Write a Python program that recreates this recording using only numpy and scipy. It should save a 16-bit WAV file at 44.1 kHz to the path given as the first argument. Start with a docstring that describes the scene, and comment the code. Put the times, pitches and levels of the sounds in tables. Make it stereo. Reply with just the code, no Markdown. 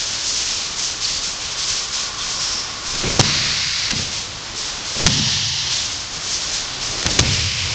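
"""Throwing practice on vinyl mats.

Bare feet and cotton jackets swish over the steady air noise of a hard-walled training hall.
Three times a body tumbles and lands: the slaps overload a small mono microphone,
the floor booms and the hall rings on with a bright wash."""
import sys
import numpy as np
from scipy import signal
from scipy.fft import rfft, irfft, next_fast_len
from scipy.io import wavfile

SR = 44100
rng = np.random.default_rng(int(sys.argv[2]) if len(sys.argv) > 2 else 0)


def inscribe(sig):
    """Save sig as 16-bit PCM at rate SR to the path in sys.argv[1].

    A 1-D sig is mono; a 2-D sig holds one channel per row.
    Samples are clipped to [-1, 1] before scaling.
    """
    pcm = np.round(np.clip(np.atleast_2d(sig).T, -1, 1) * 32767)
    wavfile.write(sys.argv[1], SR, pcm.astype(np.int16))


N = 341334
TIME_S = np.arange(N) / SR

# a body lands flat: start_s, wash_db, wash_length_s, air_dip_delay_s
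BODY_LANDINGS = [(3.201, -19.5, .67, 0.49), (5.063, -20, 0.638, 0.43), (7.203, -22, .6, 0.31)]


def from_db(db):
    """Decibels to gain."""
    return 10 ** (np.asarray(db) / 20)


def unit_rms(x):
    """Scale to unit power."""
    return x / np.sqrt(np.mean(x ** 2) + 1e-20)


def gain_curve(points):
    """Gain along time_s, level_db points."""
    return from_db(np.interp(TIME_S, *np.transpose(points)))


def drift(rate_hz):
    """Unit-RMS random wander, rate_hz knots a second."""
    knots = rng.standard_normal(8192)
    return unit_rms(np.interp(TIME_S * rate_hz, np.arange(len(knots)), knots))


def noise(spectrum, grain_db=0):
    """Unit-RMS coloured noise; grain_db roughens it into unequal tiny clicks."""
    size = next_fast_len(N)
    clicks = rng.standard_normal(N) * from_db(grain_db * drift(900))
    freq_hz, level_db = np.transpose(spectrum)
    bins_hz = np.maximum(np.arange(size // 2 + 1) * SR / size, 1)
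    gain = from_db(np.interp(np.log(bins_hz), np.log(freq_hz), level_db, left=-90, right=-90))
    return unit_rms(irfft(rfft(clicks, size) * gain, size)[:N])


def resonance(pitch_hz, width_hz):
    """Unit-RMS noise in one band."""
    edges_hz = [pitch_hz - width_hz / 2, pitch_hz + width_hz / 2]
    band = signal.butter(2, edges_hz, "band", fs=SR, output="sos")
    return unit_rms(signal.sosfilt(band, rng.standard_normal(N)))


def swell(start_s, length_s, attack_s, release_s, sag_db_per_s=0):
    """Gain that rises, sags while held, then dies away."""
    age_s = np.maximum(TIME_S - start_s, 0)
    rise = np.minimum(age_s / attack_s, 1)
    held = from_db(-sag_db_per_s * np.minimum(age_s, length_s))
    return rise * held * np.exp(-np.clip((age_s - length_s) / release_s, 0, 20))


def power_sum(gains):
    """Joint gain of unrelated noises."""
    return np.sqrt(sum(gain ** 2 for gain in gains))


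def air():
    """The hall's steady rush and a faint hollow whir; the rush dips briefly after each landing."""
    rush_spectrum = [(15, -2), (32, 4), (60, 2), (130, 0), (200, -4), (400, -4), (750, -4.5), (1100, -2.5),
                     (1700, -4.5), (2600, -5.5), (5000, -3), (7500, -11.5), (9000, -49)]  # freq_hz, level_db
    rush_levels = [(0, -30.7), (1.55, -31.5), (2.2, -31.3), (2.55, -29), (2.8, -30.5), (3.3, -26.5),
                   (4.05, -32), (4.4, -32), (4.8, -29.5), (6.1, -31.5), (6.6, -29), (7.74, -28)]  # time_s, level_db
    whir_modes = [(1110, 160, -5), (1453, 110, -10)]  # pitch_hz, width_hz, level_db
    whir_levels = [(0, -53), (.8, -48), (1.6, -43.5), (2.25, -36.5), (2.6, -41), (2.95, -40.5), (3.3, -54),
                   (7.74, -48.5)]  # time_s, level_db
    dip_db, dip_width_s = -8, 0.13
    whir = unit_rms(sum(from_db(level_db) * resonance(pitch_hz, width_hz)
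                        for pitch_hz, width_hz, level_db in whir_modes))
    dips = sum(np.exp(-((TIME_S - start_s - delay_s) / dip_width_s) ** 2)
               for start_s, _, _, delay_s in BODY_LANDINGS)
    rush = gain_curve(rush_levels) * from_db(dip_db * dips) * noise(rush_spectrum, grain_db=0.85)
    return rush + gain_curve(whir_levels) * whir


def footwork():
    """Cotton rubs dully, soles slide brightly; both catch and slip unevenly."""
    steps = [(-.04, 0.35, -29, -25.5), (0.243, 0.037, -32, -21.5), (0.327, 0.33, -27.5, -24),
             (0.753, 0.12, -29, -23), (0.994, 0.18, -28.5, -25.5), (1.21, 0.034, -29, -23),
             (1.386, .14, -31.5, -29.5), (1.555, 0.13, -28.5, -25), (1.665, 0.13, -28.5, -24.5),
             (1.903, 0.11, -29, -25), (2.163, 0.14, -30.5, -28.5), (2.25, 0.16, -35, -28.5),
             (2.396, 0.13, -31, -26), (2.667, 0.26, -50, -37), (2.825, 0.15, -33, -28),
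             (2.95, .1, -32.5, -30), (3.053, 0.085, -29, -24.5), (3.93, 0.096, -28.5, -27),
             (4.097, 0.08, -29, -27.5), (4.404, .03, -59, -46), (4.54, 0.062, -36.5, -28),
             (4.59, 0.11, -32, -30), (4.828, 0.25, -34, -29.5), (4.93, 0.22, -31.5, -27.5),
             (5.277, 0.086, -28, -32), (5.693, 0.14, -26, -24.5), (5.88, 0.12, -35, -30.5),
             (6.1, 0.047, -35, -30), (6.203, 0.11, -32, -27.5), (6.288, 0.066, -29.5, -23.5),
             (6.397, 0.097, -31, -28), (6.505, 0.041, -27.5, -23.5), (6.618, 0.13, -35.5, -39),
             (6.796, .11, -29.5, -26), (6.96, 0.13, -31.5, -29), (7.077, 0.076, -28, -25.5),
             (7.298, 0.037, -26.5, -25.5)]  # steps and turns: start_s, length_s, cotton_db, sole_db
    cotton_spectrum = [(900, -32.5), (1400, -14.5), (1900, -13), (2400, -8), (3200, -3.5), (4200, -2.5),
                       (5200, -9.5), (6500, -25.5)]  # freq_hz, level_db
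    sole_spectrum = [(3200, -31), (4300, -7), (5200, -2), (6200, -3), (7200, -7), (7900, -15.5),
                     (8600, -19.5), (9200, -26.5)]  # freq_hz, level_db
    shuffle_db = -39.5  # others in the hall never stand quite still
    rub_power = slide_power = from_db(shuffle_db) ** 2
    for start_s, length_s, cotton_db, sole_db in steps:
        motion = swell(start_s, length_s, attack_s=0.037, release_s=0.1, sag_db_per_s=8.5)
        rub_power = rub_power + (from_db(cotton_db) * motion) ** 2
        slide_power = slide_power + (from_db(sole_db) * motion) ** 2
    rub, slide = np.sqrt(rub_power), np.sqrt(slide_power)
    cotton = rub * noise(cotton_spectrum)
    soles = slide * noise(sole_spectrum, grain_db=1)
    stick_slip = from_db(1 + 0.71 * drift(70))
    return (cotton + soles) * stick_slip + crease_ticks(slide)


def crease_ticks(motion, rate_hz=15):
    """Stiff cotton creases snap at random, louder with stronger motion."""
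    snaps = (rng.random(N) < rate_hz / SR) * (2 * rng.random(N) - 1)
    band = signal.butter(1, [1500, 7500], "band", fs=SR, output="sos")
    return from_db(24) * signal.sosfilt(band, snaps * motion)


def skids():
    """A sole drags and half squeaks."""
    drags = [(1.052, 0.013, 4460, 600, -18), (1.13, 0.17, 4650, 500, -28.5),
             (2.217, 0.042, 3400, 400, -28.5), (2.503, 0.32, 5360, 750, -25)]  # peak_s, length_s, pitch_hz, width_hz, level_db
    out = np.zeros(N)
    for peak_s, length_s, pitch_hz, width_hz, level_db in drags:
        envelope = np.exp(-(2 * (TIME_S - peak_s) / length_s) ** 2)
        out += from_db(level_db) * envelope * resonance(pitch_hz, width_hz)
    return out


def thuds():
    """Foam gives under a heel or body and swings back in damped cycles."""
    impacts = [(1.274, -34, 201, 0.11), (1.706, -32, 93, 0.081), (2.428, -36, 137, 0.11),
               (2.965, -35, 115, .1), (3.054, -26, 125, 0.058), (3.1949, -3, 226, 0.04),
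               (3.201, -3, 130, 0.07), (3.933, -14.5, 217, 0.044), (3.962, -20, 140, 0.091),
               (5.0577, -2, 83, 0.033), (5.069, -10, 162, 0.1), (5.196, -16.5, 216, 0.2),
               (5.428, -18.5, 109, 0.11), (6.168, -33, 150, .12), (6.899, -23.5, 101, 0.091),
               (7.057, -15, 75, 0.12), (7.191, -19, 230, 0.028), (7.1975, -9, 106, 0.054),
               (7.209, -7.5, 126, 0.089), (7.284, -11, 97, 0.18), (7.444, -20, 103, .14)]  # start_s, level_db, pitch_hz, t60_s
    out = np.zeros(N)
    for start_s, level_db, pitch_hz, t60_s in impacts:
        age_s = np.clip(TIME_S - start_s, 0, 1)
        out += from_db(level_db - 60 * age_s / t60_s) * np.sin(2 * np.pi * pitch_hz * age_s)
    return signal.sosfilt(signal.butter(1, 40, "high", fs=SR, output="sos"), out)


def draught():
    """A falling body fans a very low puff across the microphone."""
    puffs = [(2.853, 0.3, -32), (4.98, .07, -21)]  # start_s, length_s, level_db
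    puff_spectrum = [(10, -3), (18, 10), (26, -11), (42, -27), (80, -38)]  # freq_hz, level_db
    envelope = power_sum(from_db(level_db) * swell(start_s, length_s, attack_s=0.043, release_s=0.012)
                         for start_s, length_s, level_db in puffs)
    return envelope * noise(puff_spectrum)


def tumbles():
    """Back, hip and heels roll over the mat in a lumpy run of soft contacts."""
    rolls = [(2.93, .09, -35.5), (3.03, 0.086, -22), (3.211, 0.18, -33), (3.91, .1, -33),
             (3.976, 0.054, -35), (4.948, .04, -30), (4.988, 0.03, -25.5), (6.91, .11, -32.5),
             (7.042, 0.081, -23), (7.216, 0.18, -27.5)]  # start_s, length_s, level_db
    roll_spectrum = [(20, -6), (50, 1), (110, 3.5), (250, -1.5), (450, -2.5), (750, -10.5), (1400, -15),
                     (2500, -10), (4000, -28)]  # freq_hz, level_db
    weight = power_sum(
        from_db(level_db) * swell(start_s, length_s, attack_s=0.012, release_s=0.086, sag_db_per_s=66.5)
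        for start_s, length_s, level_db in rolls)
    lumps = from_db(3 + 0.33 * drift(80))
    return lumps * weight * noise(roll_spectrum, grain_db=3)


def slaps(release_s=0.0011):
    """Skin cracks on vinyl and trapped air claps out while the contact spreads."""
    smacks = [(2.952, -19, .001, -39), (3.013, -16, 0.00058, -36), (3.1942, -5, 0.0031, -3),
              (3.1978, -10, 0.003, -13), (3.2026, -9.5, 0.0036, -11.5), (3.211, -5, 0.001, -17),
              (3.906, -16.5, 0.01, -48), (5.0644, -2.5, 0.0023, -9.5), (5.0704, -6, 0.0024, -17),
              (5.078, -14, 0.0023, -35), (5.722, -21, 0.0049, -39), (7.028, -16.5, 0.0022, -22.5),
              (7.0637, -9, 0.002, -14), (7.069, -17, 0.0014, -25), (7.189, -13, 0.0012, -18),
              (7.191, -5, 0.0054, -5.5), (7.202, -11, 0.0018, -29), (7.212, -15, 0.00088, -32)]  # start_s, crack_db, length_s, clap_db
    crack_spectrum = [(400, -21), (1100, -1), (2500, 1.5), (5000, 5), (6600, 3), (8000, -8.5), (9200, -19)]  # freq_hz, level_db
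    clap_spectrum = [(130, 2), (250, 10.5), (400, -1.5), (700, -1), (1200, -6), (2200, -35), (4000, -41)]  # freq_hz, level_db
    crack, clap = np.zeros(N), np.zeros(N)
    for start_s, crack_db, length_s, clap_db in smacks:
        age_s = TIME_S - start_s
        contact = (age_s > 0) * np.exp(-np.maximum(age_s - length_s, 0) / release_s)
        crack += from_db(crack_db) * contact
        clap += from_db(clap_db) * contact
    return crack * noise(crack_spectrum, grain_db=0.5) + clap * noise(clap_spectrum)


def hall_wash():
    """Reflections of each landing crowd into a bright, slightly fluttering wash."""
    wash_spectra = [
        [(500, -38), (1000, -17.5), (1500, -12), (2200, -7.5), (3300, -9), (4000, -4), (4700, -3), (5600, -7),
         (7000, -13), (8000, -25), (9000, -30)],
        [(500, -35), (900, -17), (1300, -26), (1800, -14), (2400, -17.5), (2900, -7.5), (4200, -7),
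         (5600, -6.5), (6300, -12), (7200, -18), (8000, -31.5), (9000, -33)],
        [(500, -18.5), (1100, -19.5), (1700, -11.5), (2300, -5.5), (3000, -4), (3900, -7), (5000, -3),
         (6200, -9), (7200, -12.5), (8000, -22), (9000, -27.5)],
    ]  # one per landing: freq_hz, level_db
    out = np.zeros(N)
    for (start_s, wash_db, length_s, _), spectrum in zip(BODY_LANDINGS, wash_spectra):
        envelope = swell(start_s, length_s, attack_s=0.055, release_s=0.13, sag_db_per_s=4.5)
        out += from_db(wash_db) * envelope * noise(spectrum, grain_db=0.9)
    return out * from_db(0.6 + 0.5 * drift(120))


def floor_boom():
    """Three broad floor modes beat together; the highest dies first, so the boom sinks in pitch."""
    modes = [(94.7, 37, -3, 3.57), (138, 32, -3, 1.76), (214, 57, -4, 1.07)]  # pitch_hz, width_hz, level_db, t60_s
    impacts = [(3.205, -28, -24, -23), (3.94, -36.5, -32, -32), (5.075, -26, -20, -22.5),
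               (7.205, -20, -24.5, -24.5)]  # start_s, low_mode_db, mid_mode_db, high_mode_db
    shudder = from_db(1.1 * drift(40))  # loose mats bounce, fluttering all modes alike
    out = np.zeros(N)
    for k, (pitch_hz, width_hz, level_db, t60_s) in enumerate(modes):
        ring = signal.hilbert(resonance(pitch_hz, width_hz))
        even_ring = unit_rms(ring.real / (np.abs(ring) + 1))
        release_s = t60_s / np.log(1000)
        decay = power_sum(from_db(mode_db[k]) * swell(start_s, 0, attack_s=0.0089, release_s=release_s)
                          for start_s, *mode_db in impacts)
        out += from_db(level_db) * decay * even_ring
    return out * shudder


def scene():
    """All sources at one microphone, alike in both channels."""
    falls = draught() + tumbles() + slaps() + thuds() + floor_boom() + hall_wash()
    mono = footwork() + skids() + falls + air()
    return np.array([mono, mono])


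def record(dry):
    """Slaps flatten against the input limit; the treble is rolled off, then cut."""
    limit, rolloff_hz, cutoff_hz = 0.72, 8400, 9100
    clipped = dry / (1 + (dry / limit) ** 8) ** (1 / 8)
    gentle_lowpass = signal.firwin(61, rolloff_hz, fs=SR)
    steep_lowpass = signal.firwin(401, cutoff_hz, window=("kaiser", 9), fs=SR)
    softened = signal.convolve(clipped, gentle_lowpass[None], "same")
    return signal.convolve(softened, steep_lowpass[None], "same")


dry = scene()
out = record(dry)
inscribe(out)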